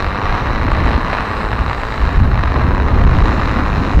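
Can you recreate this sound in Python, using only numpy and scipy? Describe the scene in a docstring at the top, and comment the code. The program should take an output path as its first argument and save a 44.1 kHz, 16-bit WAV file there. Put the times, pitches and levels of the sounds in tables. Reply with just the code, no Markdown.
"""A rattling roar over a rush of air: four stunt kites race across a windy hillside. Each sail's trailing
edge flutters about a hundred times a second, every flip a snap, strong and weak in turn, with a few hard
cracks. The ground mirrors the sound, so the roar phases as the kites dive and climb. Taut lines hiss
and whistle. Gusts buffet the microphone and overload it, and the camera adds a faint whine."""
import sys
import numpy as np
from scipy import signal
from scipy.fft import rfft, irfft
from scipy.io import wavfile
from scipy.ndimage import uniform_filter1d, map_coordinates

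SR = 44100
rng = np.random.default_rng(int(sys.argv[2]) if len(sys.argv) > 2 else 0)


def log_audio(samples):
    """Write samples as a 16-bit WAV file to the path given in sys.argv[1]."""
    # one column per channel
    frames = np.atleast_2d(samples).T
    # limit to full scale, then quantise
    limited = np.clip(frames, -1, 1)
    pcm = np.round(limited * 32767).astype(np.int16)
    wavfile.write(sys.argv[1], SR, pcm)


N = 176400


def undb(db):
    """Decibels to gain."""
    return 10 ** (np.asarray(db) / 20)


def unit(x):
    """Scale to rms 1."""
    return x / np.sqrt(np.mean(x ** 2))


def curve(table, column=1):
    """One table column, linearly interpolated in time."""
    rows = np.array(table, float)
    return np.interp(np.arange(N) / SR, rows[:, 0], rows[:, column])


def wander(rate_hz):
    """Smooth random drift, rate_hz new values a second; rms 1."""
    hold = max(int(SR / rate_hz), 1)
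    steps = np.repeat(rng.standard_normal(N // hold + 1), hold)
    return unit(uniform_filter1d(steps, hold)[:N])


def colour(x, spectrum):
    """Minimum-phase filter through (f/Hz, gain/dB) points; output rms 1."""
    hz, db = np.array(spectrum, float).T
    size = 2 * N
    bins_hz = np.maximum(np.arange(N + 1) * SR / size, 1)
    gain = undb(np.interp(np.log(bins_hz), np.log(hz), db))
    cepstrum = irfft(np.log(gain))
    cepstrum[1:N] *= 2
    cepstrum[N + 1:] = 0
    return unit(irfft(rfft(x, size) * np.exp(rfft(cepstrum)))[:N])


def steady(x, span_s):
    """Even out slow swells: running rms near 1."""
    return x / np.sqrt(uniform_filter1d(x ** 2, max(int(span_s * SR), 1)) + 1e-9)


def hiss_band(centre_hz, width_hz):
    """Noise band round a fixed or gliding centre; rms 1."""
    lowpass = signal.butter(2, width_hz / 2, fs=SR, output="sos")
    baseband = signal.sosfilt(lowpass, rng.standard_normal(N))
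    return unit(baseband * np.cos(2 * np.pi * np.cumsum(centre_hz * np.ones(N)) / SR))


# Snap spectrum: f/Hz, relative level/dB
SAIL_SPECTRUM = [(100, -19), (250, -9), (450, -7), (750, -4), (980, 0.5), (1150, 1), (1450, -5.5),
                 (1850, -5), (2200, -11.5), (2700, -13), (3450, -23.5), (3850, -15.5), (4200, -17.5),
                 (4550, -29), (5200, -27), (7000, -39.5), (10000, -51.5), (15000, -80)]

def snaps(starts, gains, size=400):
    """Cloth pulled taut: a pulse, sharper or softer, that swings out and back, then a short shiver."""
    decay_s, decay_spread = .00003, .25
    shiver_db, shiver_s = -19.5, .0011
    swing_hz, swing_width_hz = 1420, 2220
    noise = rng.standard_normal((len(starts), size + 1))
    age_s = np.arange(size) / SR
    pulse = np.exp(-age_s / (decay_s * np.exp(decay_spread * noise[:, :1])))
    shiver = undb(shiver_db) * noise[:, 1:] * np.exp(-age_s / shiver_s)
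    shapes = pulse / pulse.sum(axis=1, keepdims=True) + shiver
    places = np.maximum(starts.astype(int), 0)[:, None] + np.arange(size)
    pulls = np.bincount(places.ravel(), (shapes * gains[:, None]).ravel(), N)[:N]
    swing = signal.lfilter(*signal.iirpeak(swing_hz, swing_hz / swing_width_hz, fs=SR), pulls)
    return colour(pulls - 2 * swing, SAIL_SPECTRUM)


def trailing_edge(rate_hz, odd_snap_db, count=560):
    """A sail's edge flutters: one snap per flip, strong and weak in turn, no two alike."""
    drift, scatter_db, jitter_s = .008, 3.5, .0001
    flips = np.cumsum(rate_hz * (1 + drift * wander(6))) / SR
    lateness, strength = rng.standard_normal((count, 2)).T
    order = np.arange(count)
    starts = np.searchsorted(flips, order + rng.random())
    alternation_db = odd_snap_db[np.minimum(starts, N - 1)] * (order % 2)
    gains = undb(alternation_db + scatter_db * np.clip(strength, -2, 1)) * (starts < N)
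    return snaps(starts + jitter_s * SR * lateness, gains)


def ground_bounce(x, elevation_deg, mic_height_m=1.6, bounce_db=-10, sound_m_s=343):
    """Direct sound plus its bounce off the grass, which lags more the higher the kite flies."""
    lag_s = 2 * mic_height_m * np.sin(np.radians(elevation_deg)) / sound_m_s
    bounce = map_coordinates(x, [np.arange(N) - lag_s * SR], order=3, mode="mirror")
    return unit(x + undb(bounce_db) * bounce)


# Air past sails and lines: f/Hz, relative level/dB
RUSH_SPECTRUM = [(150, -7), (400, 1.5), (750, -0.5), (1120, -1.5), (1500, -3.5), (2000, -6.5), (3450, -22),
                 (4000, -14.5), (4600, -23), (7000, -38.5), (10000, -42), (15000, -50.5)]

def kite(rate_hz, odd_snap_db, elevation_deg, rush_db=-5.5, surge_db=1.73, surge_hz=4.67):
    """Flutter and rushing air over the ground, surging as the sail fills and slackens."""
    sail = steady(trailing_edge(rate_hz, odd_snap_db), span_s=.13)
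    rush = undb(rush_db) * colour(rng.standard_normal(N), RUSH_SPECTRUM)
    return ground_bounce(sail + rush, elevation_deg) * undb(surge_db * wander(surge_hz))


# Nearest kite's flutter, rate set by airspeed: t/s, rate/Hz, mix level/dB, odd-snap gain/dB (all kites)
FLUTTER = [(0, 96, -1, -8.5), (.18, 100, -4.5, 0), (.35, 106, -2.5, 0), (.58, 113, -4, -5),
           (.7, 114.5, -7.5, -14), (.8, 117, -2, -4.5), (.95, 113.6, 0, -10), (1.12, 112, -4, -8),
           (1.28, 111.4, -0.5, -1), (1.55, 106.6, 0, -3), (1.73, 118.7, 3.5, -10.5), (2.2, 98, -6, 1),
           (2.42, 97.7, -0.5, -15), (2.55, 93, -2.5, 0), (2.7, 99, 1, -3), (2.88, 93, -4, 5.5),
           (3.06, 106, 0, -9.5), (3.2, 113, 0.5, -5.5), (3.38, 108.6, -6.5, -7), (3.7, 104, -2.5, -4),
           (4, 103, -1.5, -4)]
# Other kites: rate/nearest rate, mix level/dB
OTHER_KITES = [(1.04, -6.5), (.93, -6.5), (.985, -7.5)]
# Flight paths: t/s, elevation/deg of kites 1 (nearest) to 4
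ELEVATION_DEG = [(0, 27.3, 10.7, 24.7, 19), (.75, 26, 22, 22, 9.4), (1.25, 26, 22, 17, 4),
                 (1.7, 33.7, 26, 9, 4.86), (2.25, 24.8, 14.8, 7.7, 16), (2.75, 11.9, 6.7, 12.11, 19),
                 (3.25, 19.6, 4.71, 7.8, 22), (4, 26.6, 5, 3.6, 29.5)]
# Roar envelope: t/s, relative level/dB
ROAR_DB = [(0, -23), (.3, -20), (.62, -22.5), (.72, -22), (.92, -20), (1.0, -23), (1.12, -19),
           (1.27, -22.5), (1.4, -22), (1.75, -24), (2.13, -23), (2.2, -25), (2.3, -25.5), (2.4, -24),
           (2.6, -21.5), (2.95, -23.5), (3.1, -22), (3.5, -20.5), (3.8, -23.5), (4, -25)]
# Treble shelf on the roar: t/s, gain/dB
TREBLE_DB = [(0, 2), (.2, -2), (.65, -1), (.93, 0), (1.15, -.5), (1.6, -2), (1.9, 0.5), (2.3, -1),
             (2.55, -2), (2.7, -5.5), (3, -2.5), (3.12, -1.5), (3.65, -1), (4, 3)]

def kites(trim_db=1.07, shelf_hz=2600):
    """Four kites on their own paths merge into one roar of varying level and brightness."""
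    rate_hz, odd_snap_db = curve(FLUTTER), curve(FLUTTER, 3)
    roar = undb(curve(FLUTTER, 2)) * kite(rate_hz, odd_snap_db, curve(ELEVATION_DEG))
    for column, (ratio, db) in enumerate(OTHER_KITES, start=2):
        own_rate_hz = rate_hz * ratio * (1 + .03 * wander(1.5))
        roar += undb(db) * kite(own_rate_hz, odd_snap_db, curve(ELEVATION_DEG, column))
    roar = steady(roar, span_s=.35)
    treble = signal.sosfiltfilt(signal.butter(2, shelf_hz, "high", fs=SR, output="sos"), roar)
    roar += treble * (undb(curve(TREBLE_DB)) - 1)
    return undb(curve(ROAR_DB) + trim_db) * roar


# Gust and eddy envelopes: t/s, relative level/dB
GUST_DB = [(0, -22.5), (.07, -16.5), (.2, -25.5), (.3, -13.5), (.39, -21), (.5, -16), (.74, -16.5),
           (.96, -14), (1.0, -19.5), (1.28, -24), (1.38, -22), (1.62, -15), (1.73, -21.5), (1.98, -23),
           (2.03, -11.5), (2.12, -18.5), (2.21, -6), (2.3, -10.5), (2.38, -12.5), (2.52, -14.5),
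           (2.7, -11.5), (2.8, -14), (3.05, -7.5), (3.22, -11.5), (3.3, -14), (3.6, -16.5), (3.8, -13.5),
           (3.87, -21), (4, -6)]
EDDY_DB = [(0, -26.5), (.2, -30.5), (.28, -28), (.45, -26), (.68, -24), (.9, -22), (1.1, -28.5),
           (1.5, -27.5), (1.75, -31), (2.1, -28.5), (2.26, -23.5), (2.43, -31), (2.6, -23.5), (2.8, -24),
           (2.97, -19.5), (3.2, -20.5), (3.5, -21), (3.88, -20.5), (4, -15.5)]
# Gust and eddy spectra: f/Hz, relative level/dB
GUST_SPECTRUM = [(8, -16), (25, -1.5), (45, -3), (68, -1), (100, -5.5), (150, -12.5), (250, -26),
                 (600, -60.5), (2000, -79.5)]
EDDY_SPECTRUM = [(60, -15), (130, -6.5), (190, 1), (270, 2), (350, -5.5), (600, -11), (1500, -24),
                 (5000, -67)]

def wind(gust_trim_db=-.18, eddy_trim_db=-.5, flicker_db=2.04):
    """Gusts rumble on the microphone; smaller eddies flutter over it."""
    rumble = steady(colour(rng.standard_normal(N), GUST_SPECTRUM), span_s=.095)
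    eddies = colour(rng.standard_normal(N) * undb(flicker_db * wander(30)), EDDY_SPECTRUM)
    return undb(curve(GUST_DB) + gust_trim_db) * rumble + undb(curve(EDDY_DB) + eddy_trim_db) * eddies


# Line hiss, higher at higher airspeed: t/s, centre f/Hz, level/dB
LINE_HISS = [(0, 5300, -68), (.4, 5700, -58), (.8, 6300, -68), (1.1, 8300, -65), (1.4, 8000, -57.5),
             (1.6, 7600, -62), (1.8, 7300, -56), (2.1, 7000, -59), (2.4, 6000, -64), (3, 5800, -56),
             (3.35, 6300, -53), (3.65, 6000, -56), (4, 6800, -55)]
# Line whistles: middle t/s, length/s, f/Hz, level/dB
LINE_WHISTLES = [(.37, .55, 5750, -54), (.6, 0.81, 3945, -49), (1.38, .2, 4900, -51),
                 (1.88, .65, 4680, -54), (3.3, .2, 7100, -62)]

def flying_lines(hiss_width_hz=1840, whistle_width_hz=320):
    """Taut lines shed eddies: a gliding hiss and brief narrow whistles."""
    t = np.arange(N) / SR
    out = undb(curve(LINE_HISS, 2)) * hiss_band(curve(LINE_HISS), hiss_width_hz)
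    for middle_s, length_s, hz, db in LINE_WHISTLES:
        swell = np.cos(np.pi * np.clip((t - middle_s) / length_s, -.5, .5))
        out += undb(db) * swell * hiss_band(hz, whistle_width_hz)
    return out


# Whine tones: f/Hz, rms level/dB
WHINE_TONES = [(13819, -84), (13937, -71), (14056, -71), (14174, -86)]

def camera_whine():
    """A faint cluster of high tones from the camera's electronics."""
    t = np.arange(N) / SR
    return sum(np.sqrt(2) * undb(db) * np.sin(2 * np.pi * (hz * t + rng.random()))
               for hz, db in WHINE_TONES)


# Hardest sail snaps: t/s, peak level/dB
SAIL_CRACKS = [(.046, -16), (.681, -6.5), (.717, -2), (.862, -16), (0.889, -12), (1.074, -8), (1.130, -4.5),
               (1.185, -6), (1.407, -11), (1.530, -6.5), (1.711, -9), (2.392, -6), (2.435, -8.5),
               (2.474, -12), (2.559, -6), (2.613, -10), (3.038, -8)]

def hard_cracks(band_hz=(626, 2690), size=700):
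    """A sail snaps much harder and rings in the middle of its range."""
    starts = (np.array(SAIL_CRACKS)[:, 0] * SR).astype(int)
    bandpass = signal.butter(2, band_hz, "band", fs=SR, output="sos")
    ringing = signal.sosfilt(bandpass, snaps(starts, np.ones(len(starts))))
    out = np.zeros(N)
    for start, (_, db) in zip(starts, SAIL_CRACKS):
        crack = ringing[start:start + size]
        out[start:start + size] += undb(db) * crack / np.abs(crack).max()
    return out


# Single wind buffets: t/s, push length/s, peak level/dB
WIND_BUFFETS = [(.673, .007, -6), (.732, 0.012, -5), (.857, .009, -3), (.962, 0.0066, -6.5),
                (2.033, 0.0091, -3.5), (2.184, 0.0067, 2.5), (2.217, 0.0079, 2.5), (2.271, .010, -2),
                (3.055, .010, 0.5), (3.084, 0.0068, -1.5), (3.231, 0.014, -0.5), (3.969, .009, 0)]

def buffets():
    """A lump of air strikes the microphone: a push with a pressure dip on either side."""
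    t = np.arange(N) / SR
    out = np.zeros(N)
    for middle_s, length_s, db in WIND_BUFFETS:
        offset_squared = (2 * (t - middle_s) / length_s) ** 2
        out += undb(db) * (1 - offset_squared) * np.exp(-offset_squared / 2)
    return out


def scene(mic_hiss_db=-67):
    """Kites and lines overhead, wind at the microphone, the camera's whine and hiss; mono."""
    mic_hiss = undb(mic_hiss_db) * rng.standard_normal(N)
    overhead = kites() + hard_cracks() + flying_lines()
    return (overhead + wind() + buffets() + camera_whine() + mic_hiss)[None, :]


def record(dry, ceiling=.69, cutoff_hz=15600):
    """The strongest gusts overload the input, flattening the peaks; a steep low-pass follows."""
    flattened = dry / (1 + (dry / ceiling) ** 16) ** (1 / 16)
    return signal.sosfilt(signal.ellip(8, .2, 70, cutoff_hz, fs=SR, output="sos"), flattened)


dry = scene()
out = record(dry)
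log_audio(out)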